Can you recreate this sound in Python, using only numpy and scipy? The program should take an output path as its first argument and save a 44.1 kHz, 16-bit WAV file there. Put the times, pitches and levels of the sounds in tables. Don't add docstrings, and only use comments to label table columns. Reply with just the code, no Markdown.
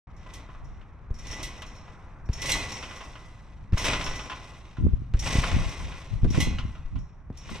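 import sys
import numpy as np
from scipy import signal
from scipy.io import wavfile
from scipy.ndimage import uniform_filter1d

SR = 44100
rng = np.random.default_rng(int(sys.argv[2]) if len(sys.argv) > 2 else 0)


def log_audio(samples):
    frames = np.atleast_2d(samples).T
    limited = np.clip(frames, -1, 1)
    pcm = np.round(limited * 32767).astype(np.int16)
    wavfile.write(sys.argv[1], SR, pcm)


N = 335160
TIME = np.arange(N) / SR
RIGHT_LEAD_S, PUFF_CENTRE_S = 3e-5, 0.02


def amp(db):
    return 10 ** (np.asarray(db) / 20)


def unit(x):
    return x / np.sqrt(np.mean(x ** 2) + 1e-20)


def lookup(points, hz):
    freq_hz, value = np.transpose(points)
    return np.interp(np.log(hz + 1), np.log(freq_hz + 1), value)


def pan(db):
    return amp([[db / 2], [-db / 2]])


def add(mix, start_s, sound):
    part = mix[:, max(round(start_s * SR), 0):][:, :sound.shape[-1]]
    part += sound[..., :part.shape[1]]


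def onset(t, rise_s):
    return 1 - np.exp(-(t / max(rise_s, 1e-4)) ** 2)


def waver(rate_hz):
    knots = rng.standard_normal(400)
    return unit(uniform_filter1d(np.interp(TIME * rate_hz, np.arange(len(knots)), knots), SR // 50))


# freq_hz, coherence
PORT_COHERENCE = [(60, 0.97), (300, 0.99), (700, 0.91), (1400, 0.79), (3100, 0.73), (6800, 0.77),
                  (15000, 0)]
def noise(colour, length_s, coherence=PORT_COHERENCE, t60=None, size=512):
    n, hop = round(length_s * SR), size // 4
    hz, t = np.fft.rfftfreq(size, 1 / SR), np.arange(n // hop + 5)[:, None] * hop / SR
    left, other = rng.standard_normal((2, len(t), len(hz), 2)).view(complex)[..., 0]
    shared = np.clip(lookup(coherence, hz), 0, 1)
    right = (shared * left + np.sqrt(1 - shared ** 2) * other) * np.exp(2j * np.pi * hz * RIGHT_LEAD_S)
    gain = unit(amp(lookup(colour, hz)))
    if t60 is not None:
        gain = gain * np.exp(-np.log(1000) * t / np.maximum(lookup(t60, hz), .003))
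    spectra = np.array([left, right]) * (gain * 2 * np.sqrt(2 / size))
    sound = signal.istft(spectra, nperseg=size, noverlap=size - hop, time_axis=1, freq_axis=2)[1]
    return sound[:, :n] * onset(TIME[:n], .0004)


def burst(colour, t60_s, treble_ratio=0.74):
    return noise(colour, 1 / 3, t60=[(3000, t60_s), (12000, t60_s * treble_ratio)], size=256)


def ring(modes, detune):
    t, (hz, db, t60_s) = TIME[:SR // 2], np.transpose(modes)
    offset, phase, apart = rng.standard_normal((len(modes), 3)).T
    tones = np.exp((2j * np.pi * hz * (1 + detune * offset) - np.log(1000) / t60_s)[:, None] * t)
    left = unit(amp(db)) * np.exp(2j * np.pi * phase) * np.sqrt(2 / len(modes))
    right = left * np.exp(1j * hz * (apart / 5000 + 2 * np.pi * RIGHT_LEAD_S))
    return (np.array([left, right]) @ tones).real * onset(t, .0004) * onset(t[::-1], .04)


def puff(push_s, rebound_s):
    t = np.arange(SR // 10) / SR - PUFF_CENTRE_S
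    after = 4 * np.maximum(t, 0) / rebound_s
    suction = np.sqrt(np.pi) * push_s / rebound_s * after ** 3 * np.exp(-after) * 2 / 3
    return np.exp(-(t / push_s) ** 2) - suction


def friction(level_db, responses, rate_hz, spread_db):
    out, gain = np.zeros((2, N)), amp(level_db)
    for response in responses:
        hits = np.flatnonzero(rng.random(N) < rate_hz / len(responses) / SR)
        sign, size = rng.random((2, 2 ** 14))[:, :len(hits)]
        train = np.zeros(N)
        train[hits] = np.sign(sign - .5) * amp(spread_db * np.minimum(-np.log(size), 3.5))
        drive = gain * unit(train)
        out += signal.oaconvolve(drive[None], response / np.linalg.norm(response[0]), axes=1)[:, :N]
    return out / np.sqrt(len(responses))


# freq_hz, density_db
HUM_COLOUR = [(100, 10), (300, 3.5), (500, 0), (800, 1.5), (1080, 4), (1500, -2), (2500, -10.5),
              (3800, -51), (4600, -45.5), (8000, -43.5), (15000, -75)]
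# time_s, level_db
HUM_LEVEL = [(0, -58.5), (1, -60), (2, -56), (3.5, -61.5), (5, -64.5), (7.3, -64.5)]
def far_hum():
    return amp(np.interp(TIME, *np.transpose(HUM_LEVEL))) * noise(HUM_COLOUR, N / SR, size=1024)


# freq_hz, t60_s
WASH_DECAY = [(200, 0.47), (1000, 1), (3000, 0.47), (6000, 0.29), (12000, 0.23)]
def garden_wash(x):
    tail = noise([(60, -35), (400, 4.5), (15000, 7)], 0.89, t60=WASH_DECAY)
    return signal.oaconvolve(x.mean(0)[None], tail / np.linalg.norm(tail[0]), axes=1)[:, :N]


# freq_hz, density_db
RUMBLE_COLOUR = [(10, -3), (30, 7.5), (55, 4), (100, -2), (160, -7.5), (260, -19.5), (450, -44),
                 (1500, -68.5)]
# freq_hz, coherence
RUMBLE_COHERENCE = [(20, 0.71), (100, 1), (300, 0.87)]
def wind_rumble(bounces, breeze_db=-53.5, lag_s=0.21, width_s=0.29, gain_db=4):
    draughts = [amp(db) * np.exp(-((TIME - s - lag_s) / width_s) ** 2) for s, *_, db in bounces]
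    flow = np.sqrt(amp(breeze_db) ** 2 + np.sum(np.square(draughts), axis=0))
    return amp(gain_db) * flow * noise(RUMBLE_COLOUR, N / SR, RUMBLE_COHERENCE, size=4096) * pan(.8)


# freq_hz, density_db
SWIRL_COLOUR = [(10, -33), (30, 7), (90, -1.5), (160, -9), (240, -24.5), (400, -43), (1000, -75)]
FLUTTER_COLOUR = [(60, -27), (200, 13), (300, 2), (450, -15.5), (700, -33), (1500, -43), (4000, -65)]
# freq_hz, coherence
SWIRL_COHERENCE = [(20, .02), (500, 0.068)]
# peak_s, rise_s, fade_s, level_db, flutter_db, pan_db
AIR_SWIRLS = [(0.68, .15, 0.2, -37, -25, 0.5), (4.84, .06, 0.095, -16, -7.5, 2),
              (4.93, .05, .12, -24.5, -12.5, 1.5), (5.554, 0.071, 0.17, -17, -19, 4),
              (5.82, 0.04, 0.16, -27, -24, 3), (6.139, 0.037, 0.074, -22, -48, 9.5),
              (6.249, 0.038, .11, -14, -13.5, -2.5), (6.376, .045, .08, -16.5, -4.5, 0),
              (6.478, 0.029, 0.13, -23, -4, 1.5), (6.964, .06, 0.099, -24, -16, -0.5),
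              (7.529, 0.077, 0.054, -39, 2, -0.5)]
def swirls(slow_db=-3, fast_db=0.5, edge_db=-13.5):
    out, t = np.zeros((2, N)), TIME[:SR // 2]
    for peak_s, rise_s, fade_s, db, flutter_db, pan_db in AIR_SWIRLS:
        slow = noise(SWIRL_COLOUR, 1 / 2, SWIRL_COHERENCE, size=2048)
        fast = noise(FLUTTER_COLOUR, 1 / 2, SWIRL_COHERENCE, size=2048) * abs(signal.hilbert(slow))
        length_s = rise_s + fade_s
        shape_db = np.interp(t, [0, rise_s, length_s], [edge_db, 0, edge_db])
        gate = onset(t, 0.0033) * onset(np.maximum(length_s - t, 0), 0.0083)
        swirl = amp(slow_db) * unit(slow) + amp(fast_db + flutter_db + shape_db) * unit(fast)
        add(out, peak_s - rise_s, swirl * amp(db + shape_db) * gate * pan(pan_db))
    return out


# peak_s, level_db, push_s, pan_db
EDDY_HITS = [(4.094, -23.5, 0.007, 0), (4.786, -22.5, 0.0012, -7), (4.824, -25, 0.0011, 1),
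             (4.841, -17.5, 0.0015, -2), (4.868, -13.5, 0.00075, -12.5), (4.937, -14, 0.0019, 16.5),
             (5.021, -23.5, 0.0014, 4), (5.355, -11, 0.0013, 0), (5.387, -7.5, 0.0017, 1.5),
             (5.567, -12.5, 0.0014, 13), (6.235, -7, 0.0023, 3.5), (6.309, -15.5, 0.0013, 15),
             (6.379, -13.5, 0.0011, -16), (6.386, -13.5, 0.00084, 10), (6.429, -20, 0.0012, 14),
             (6.474, -19, 0.00095, 10), (6.653, -21, 0.0015, 13), (6.858, -24.5, .005, 7)]
def eddies(rebound_ratio=5.5):
    out = np.zeros((2, N))
    for peak_s, db, push_s, pan_db in EDDY_HITS:
        add(out, peak_s - PUFF_CENTRE_S, amp(db) * puff(push_s, rebound_ratio * push_s) * pan(pan_db))
    return out


# freq_hz, density_db
CLACK_COLOUR = [(150, -8.5), (500, -7), (900, 1), (1350, 5.5), (1900, -4.5), (3000, 1), (4200, -12),
                (6500, -19.5), (9000, -33), (15000, -54)]
# pitch_hz, level_db, t60_s
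TUBE_MODES = [(642, 8, 0.15), (1028, 7.5, 0.32), (1306, -4, 0.07), (1428, -8, 0.11), (1695, -22, .09),
              (3100, -14.5, .08), (3640, -0.5, 0.097)]
# start_s, level_db, bright_db
JOINT_CLACKS = [(0.2611, -40.5, -21), (0.4877, -42, -20), (0.5483, -45.5, -22), (0.8115, -48, -14),
                (1.6193, -34.5, -7), (1.8781, -44.5, -15.5), (2.826, -30, -9), (2.91, -35, -11.5),
                (3.0067, -33.5, -12), (3.1548, -37.5, -13), (3.772, -27, -13), (3.8517, -25, -5),
                (3.9319, -21, -7.5), (4.0092, -26.5, -10), (4.063, -25, -8), (4.1914, -30, -11.5),
                (4.297, -28, -11.5), (4.3158, -29, -11.5), (4.768, -42, -13), (5.2646, -26.5, -15),
                (5.4011, -38, -5), (5.4357, -22, -10.5), (5.8027, -40.5, -20), (5.9195, -35.5, -11.5),
                (6.345, -29, -10), (6.5846, -29.5, -7.5), (6.751, -43.5, -12), (6.9556, -43, -11),
                (7.49, -37, -15)]
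def frame_clacks(knock_db=-9, tube_db=-16, usual_bright_db=-11, rise_s=0.00054):
    out = np.zeros((2, N))
    for start_s, db, bright_db in JOINT_CLACKS:
        tilt_db = np.clip(bright_db - usual_bright_db, -7, 6)
        colour = [(hz, level + tilt_db * np.clip(np.log2(hz / 2000), -1, 1))
                  for hz, level in CLACK_COLOUR]
        knock = amp(knock_db) * burst(colour, t60_s=0.13)
        tubes = amp(tube_db - tilt_db / 2) * ring(TUBE_MODES, detune=0.0092)
        for part in (knock, tubes):
            add(out, start_s, amp(db) * part * onset(TIME[:part.shape[1]], rise_s))
    return out


# start_s, pitch_hz, level_db, t60_s
HOOK_SQUEAKS = [(2.493, 4080, -40, 0.16), (2.519, 4070, -21, 0.095), (2.519, 7700, -30, 0.1),
                (2.519, 8350, -31.5, 0.099)]
def hook_squeaks():
    out, t = np.zeros((2, N)), TIME[:SR // 3]
    port_s = t + np.array([[0], [RIGHT_LEAD_S]])
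    for start_s, hz, db, t60_s in HOOK_SQUEAKS:
        add(out, start_s, amp(db - 60 * t / t60_s) * np.sin(2 * np.pi * hz * port_s))
    return out


# freq_hz, density_db
PING_COLOUR = [(1500, -39.5), (2000, -15), (4800, -12), (5300, -19.5), (5480, 9.5), (5850, -7.5),
               (6300, -4), (7100, -12.5), (8000, -17.5), (12000, -23), (15500, -53.5)]
# freq_hz, t60_s
SHIMMER_DECAY = [(2000, .3), (5000, 0.17), (5480, 0.72), (5900, 0.84), (9000, 0.35), (14000, .15)]
# pitch_hz, level_db, t60_s
JINGLE_MODES = [(5500, 4, 0.79), (5800, -10, 0.7), (5700, 0.5, 0.73), (5760, -3.5, 0.48), (5750, -3, 0.31),
                (6100, 3, 0.27), (6700, -18.5, 0.68)]
# time_s, level_db
COIL_PINGS = [(0.166, -62), (0.645, -61.5), (1.142, -53.5), (1.188, -48), (1.269, -42), (1.313, -39),
              (1.577, -54), (1.664, -50.5), (1.755, -54.5), (2.256, -62.5), (2.332, -40), (2.4177, -36),
              (2.688, -45), (2.7193, -36.5), (2.961, -47.5), (3.7793, -31), (4.0415, -35.5),
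              (4.1581, -40.5), (4.2595, -60), (5.1932, -33), (5.3, -48), (5.6915, -44.5), (6.303, -40),
              (6.987, -60), (7.373, -46.5)]
def coil_pings(flick_db=-3, shimmer_db=-11, jingle_db=-12, rise_s=.003):
    out = np.zeros((2, N))
    for time_s, db in COIL_PINGS:
        flick = amp(flick_db) * noise(PING_COLOUR, 1 / 5, t60=[(5500, .1)])
        shimmer = amp(shimmer_db) * noise(PING_COLOUR, 2 / 3, t60=SHIMMER_DECAY)
        jingle = amp(jingle_db) * ring(JINGLE_MODES, detune=0.0024)
        for part in (flick, shimmer, jingle):
            add(out, time_s - rise_s, amp(db) * part * onset(TIME[:part.shape[1]], rise_s))
    return out


# freq_hz, density_db
SLIP_COLOUR = [(300, 5.5), (1700, -64), (2100, -9), (3200, 9), (4800, 1), (5800, 11.5), (7000, 2.5),
               (8300, 3.5), (10000, -3.5), (12500, -4), (15500, -26.5)]
# pitch_hz, level_db, t60_s
SPRING_MODES = [(1981, 4, 0.28), (2002, 4.5, 0.36), (2080, 0, 0.45), (2125, 3, .18), (2237, -0.5, 0.35),
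                (2420, -12, 0.26), (2512, -4, 0.63), (2740, -2.5, 0.47), (2895, 0.5, 0.24),
                (3220, -4.5, 0.48), (3380, -3.5, 0.32), (3784, -1, 0.17), (4065, -7, 0.59),
                (4260, -21.5, 0.28), (5620, -16, .9), (5660, -19, 0.46), (5750, -4.5, 0.22),
                (6150, -13, 0.32), (6630, -10.5, 0.39), (7300, -28, 0.27), (8600, -15, 0.21),
                (8360, -17.5, .2), (9100, -18, .2), (10900, -12, .15)]
# start_s, level_db, t60_s, twang_db
HOOK_SLIPS = [(0.3359, -41, 0.27, -6), (1.4287, -30, 0.27, 1.5), (1.6208, -38.5, 0.057, -18),
              (2.4184, -31, 0.21, 8.5), (2.4568, -33.5, 0.67, 13.5), (2.4927, -25, 0.58, 10.5),
              (2.5169, -21, 0.17, 6), (3.7754, -36, 0.63, 13), (3.8487, -29.5, 0.19, -12.5),
              (6.4028, -25, 0.33, 10), (7.4999, -46.5, 0.29, -1)]
def hook_slips(slip_db=-9, spring_db=-13):
    out = np.zeros((2, N))
    for start_s, db, t60_s, twang_db in HOOK_SLIPS:
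        add(out, start_s, amp(db + slip_db) * burst(SLIP_COLOUR, t60_s, treble_ratio=0.58))
        add(out, start_s, amp(db + spring_db + twang_db) * ring(SPRING_MODES, detune=0.0014))
    return out


def strain(start_s, peak_db, stretch_s, drop_db, fade_db_per_s, slack_db=-25.5, let_go_s=0.05):
    t = np.maximum(TIME - start_s, 0)
    slack, after_s = np.maximum(1 - t / stretch_s, 0), np.maximum(t - stretch_s, 0)
    touch_db = 20 * np.log10(onset(t, rise_s=0.0078) + 1e-9)
    release_db = drop_db * (1 - np.exp(-after_s / let_go_s)) + fade_db_per_s * after_s
    return peak_db + touch_db + slack_db * slack ** 1.2 - release_db


def follow(strain_db, slope, pivot_db=-39):
    return pivot_db + slope * (strain_db - pivot_db)


# freq_hz, density_db
RATTLE_COLOUR = [(500, 1), (1000, -2), (1350, -9), (1800, -1), (2100, -3.5), (2400, 2), (3200, -1),
                 (4000, -5.5), (5100, -12), (5600, -3.5), (6400, -13), (7500, -15.5), (11000, -40.5)]
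SCRAPE_COLOUR = [(3000, -16), (5000, 8.5), (5700, 15), (7000, 7.5), (8200, 8.5), (9500, -0.5),
                 (11500, -1.5), (13500, -11.5), (15500, -27)]
RUSTLE_COLOUR = [(40, 3), (110, 30.5), (190, 6.5), (290, -27), (430, -0.5), (670, 10.5), (850, -4.5),
                 (1080, 9.5), (1400, -5), (2200, -36.5)]
# start_s, peak_db, stretch_s, drop_db, fade_db_per_s, scrape_db, rustle_db, sing_db, draught_db
BOUNCE_STRAINS = [(0.0, -51.5, 0.36, 6, 23, -16, 1, -0.5, -65),
                  (1.114, -39.5, 0.23, 3.5, 30.5, -12.5, -1, -2, -48),
                  (2.3, -31, 0.2, 4, 28.5, -8.5, -0.5, -1, -46.5),
                  (3.733, -23.5, 0.14, 10, 28.5, -11.5, -2, -5.5, -43),
                  (5.149, -32, 0.12, -3.5, 28.5, -10.5, -1.5, -9, -37),
                  (6.251, -33, .13, 12, 37, -12.5, -0.5, -6, -36.5),
                  (7.311, -41, 0.25, 17, 20, -13, -4, -12, -55)]
def strained_bed(rustle_lag_s=0.04, jolt_hz=11, jolt_db=1.5):
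    levels = []
    for start_s, *swing, scrape_db, rustle_db, sing_db, _ in BOUNCE_STRAINS:
        db, late_db = strain(start_s, *swing), strain(start_s + rustle_lag_s, *swing)
        levels.append([db, follow(db, 1.12) + scrape_db, follow(late_db, 0.82) + rustle_db, db + sing_db])
    strain_db, grind_db, mat_db, note_db = np.max(levels, axis=0)
    hooks = [burst(RATTLE_COLOUR, t60_s=0.051) for _ in range(6)]
    rattle = friction(strain_db - 3, hooks, rate_hz=300, spread_db=2)
    coils = [ring(SPRING_MODES, detune=.0015) for _ in range(5)]
    ringing = friction(strain_db - 8, coils, rate_hz=700, spread_db=3.5)
    lowest_modes = [ring(SPRING_MODES[:1], detune=.0015) for _ in range(2)]
    note = friction(note_db - 7, lowest_modes, rate_hz=200, spread_db=3)
    shake_db = jolt_db * waver(jolt_hz)
    contacts = [burst(SCRAPE_COLOUR, t60_s=0.05) for _ in range(2)]
    scrape = friction(grind_db - 2 + shake_db, contacts, rate_hz=500, spread_db=1.5)
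    cloth = [burst(RUSTLE_COLOUR, t60_s=0.07) for _ in range(4)]
    rustle = friction(mat_db - 5, cloth, rate_hz=900, spread_db=5)
    return (rattle + ringing + note) * pan(1) + scrape * pan(-3.5) + rustle


# freq_hz, density_db
SLAP_COLOUR = [(150, 22.5), (500, -21), (1500, 5.5), (3000, -6.5), (6000, -13), (14000, -41)]
THUD_COLOUR = [(60, -10), (150, 7.5), (270, -0.5), (380, -5.5), (520, -14), (1000, -22), (3000, -58)]
# peak_s, push_db, push_s, base_rebound_s, slap_db, thud_db
MAT_LANDINGS = [(1.113, -17.5, 0.0027, 0.014, -50, -42.5), (2.298, -12.5, 0.0021, 0.0052, -39, -36),
                (3.732, -9, 0.0021, 0.017, -37, -41), (3.743, -11, 0.0021, 0.0054, -31.5, -37),
                (5.147, -8.5, 0.0029, 0.0078, -30.5, -34.5), (6.253, -35, 0.0027, 0.0085, -32.5, -25),
                (7.309, -27.5, 0.002, .006, -56, -39.5)]
def landings(rebound_stretch=1.37, slap_lead_s=0.0093, thud_lead_s=0.00688):
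    out = np.zeros((2, N))
    for peak_s, push_db, push_s, base_rebound_s, slap_db, thud_db in MAT_LANDINGS:
        push = puff(push_s, base_rebound_s * rebound_stretch) * pan(0.84)
        slap = burst(SLAP_COLOUR, t60_s=0.067)
        thud = noise(THUD_COLOUR, 1 / 3, t60=[(200, 0.096)], size=1024)
        add(out, peak_s - PUFF_CENTRE_S, amp(push_db) * push)
        add(out, peak_s - slap_lead_s, amp(slap_db) * slap)
        add(out, peak_s - thud_lead_s, amp(thud_db) * thud)
    return out


def scene(wash_db=-11):
    bed = strained_bed()
    springs = (coil_pings() + hook_slips() + hook_squeaks()) * pan(-1.2)
    structure = bed + springs + frame_clacks()
    hum = far_hum()
    trampoline = structure + amp(wash_db) * garden_wash(structure) + landings()
    wind = wind_rumble(BOUNCE_STRAINS) + swirls() + eddies()
    return trampoline + wind + hum


def record(dry, start_s=.07, ceiling=.43, cutoff_hz=15600):
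    gated = dry * np.clip((TIME - start_s) / .002, 0, 1)
    rounded = gated / (1 + (gated / ceiling) ** 6) ** (1 / 6)
    lowpass = signal.firwin(511, cutoff_hz, window=("kaiser", 9), fs=SR)
    return signal.oaconvolve(rounded, lowpass[None], "same")


dry = scene()
out = record(dry)
log_audio(out)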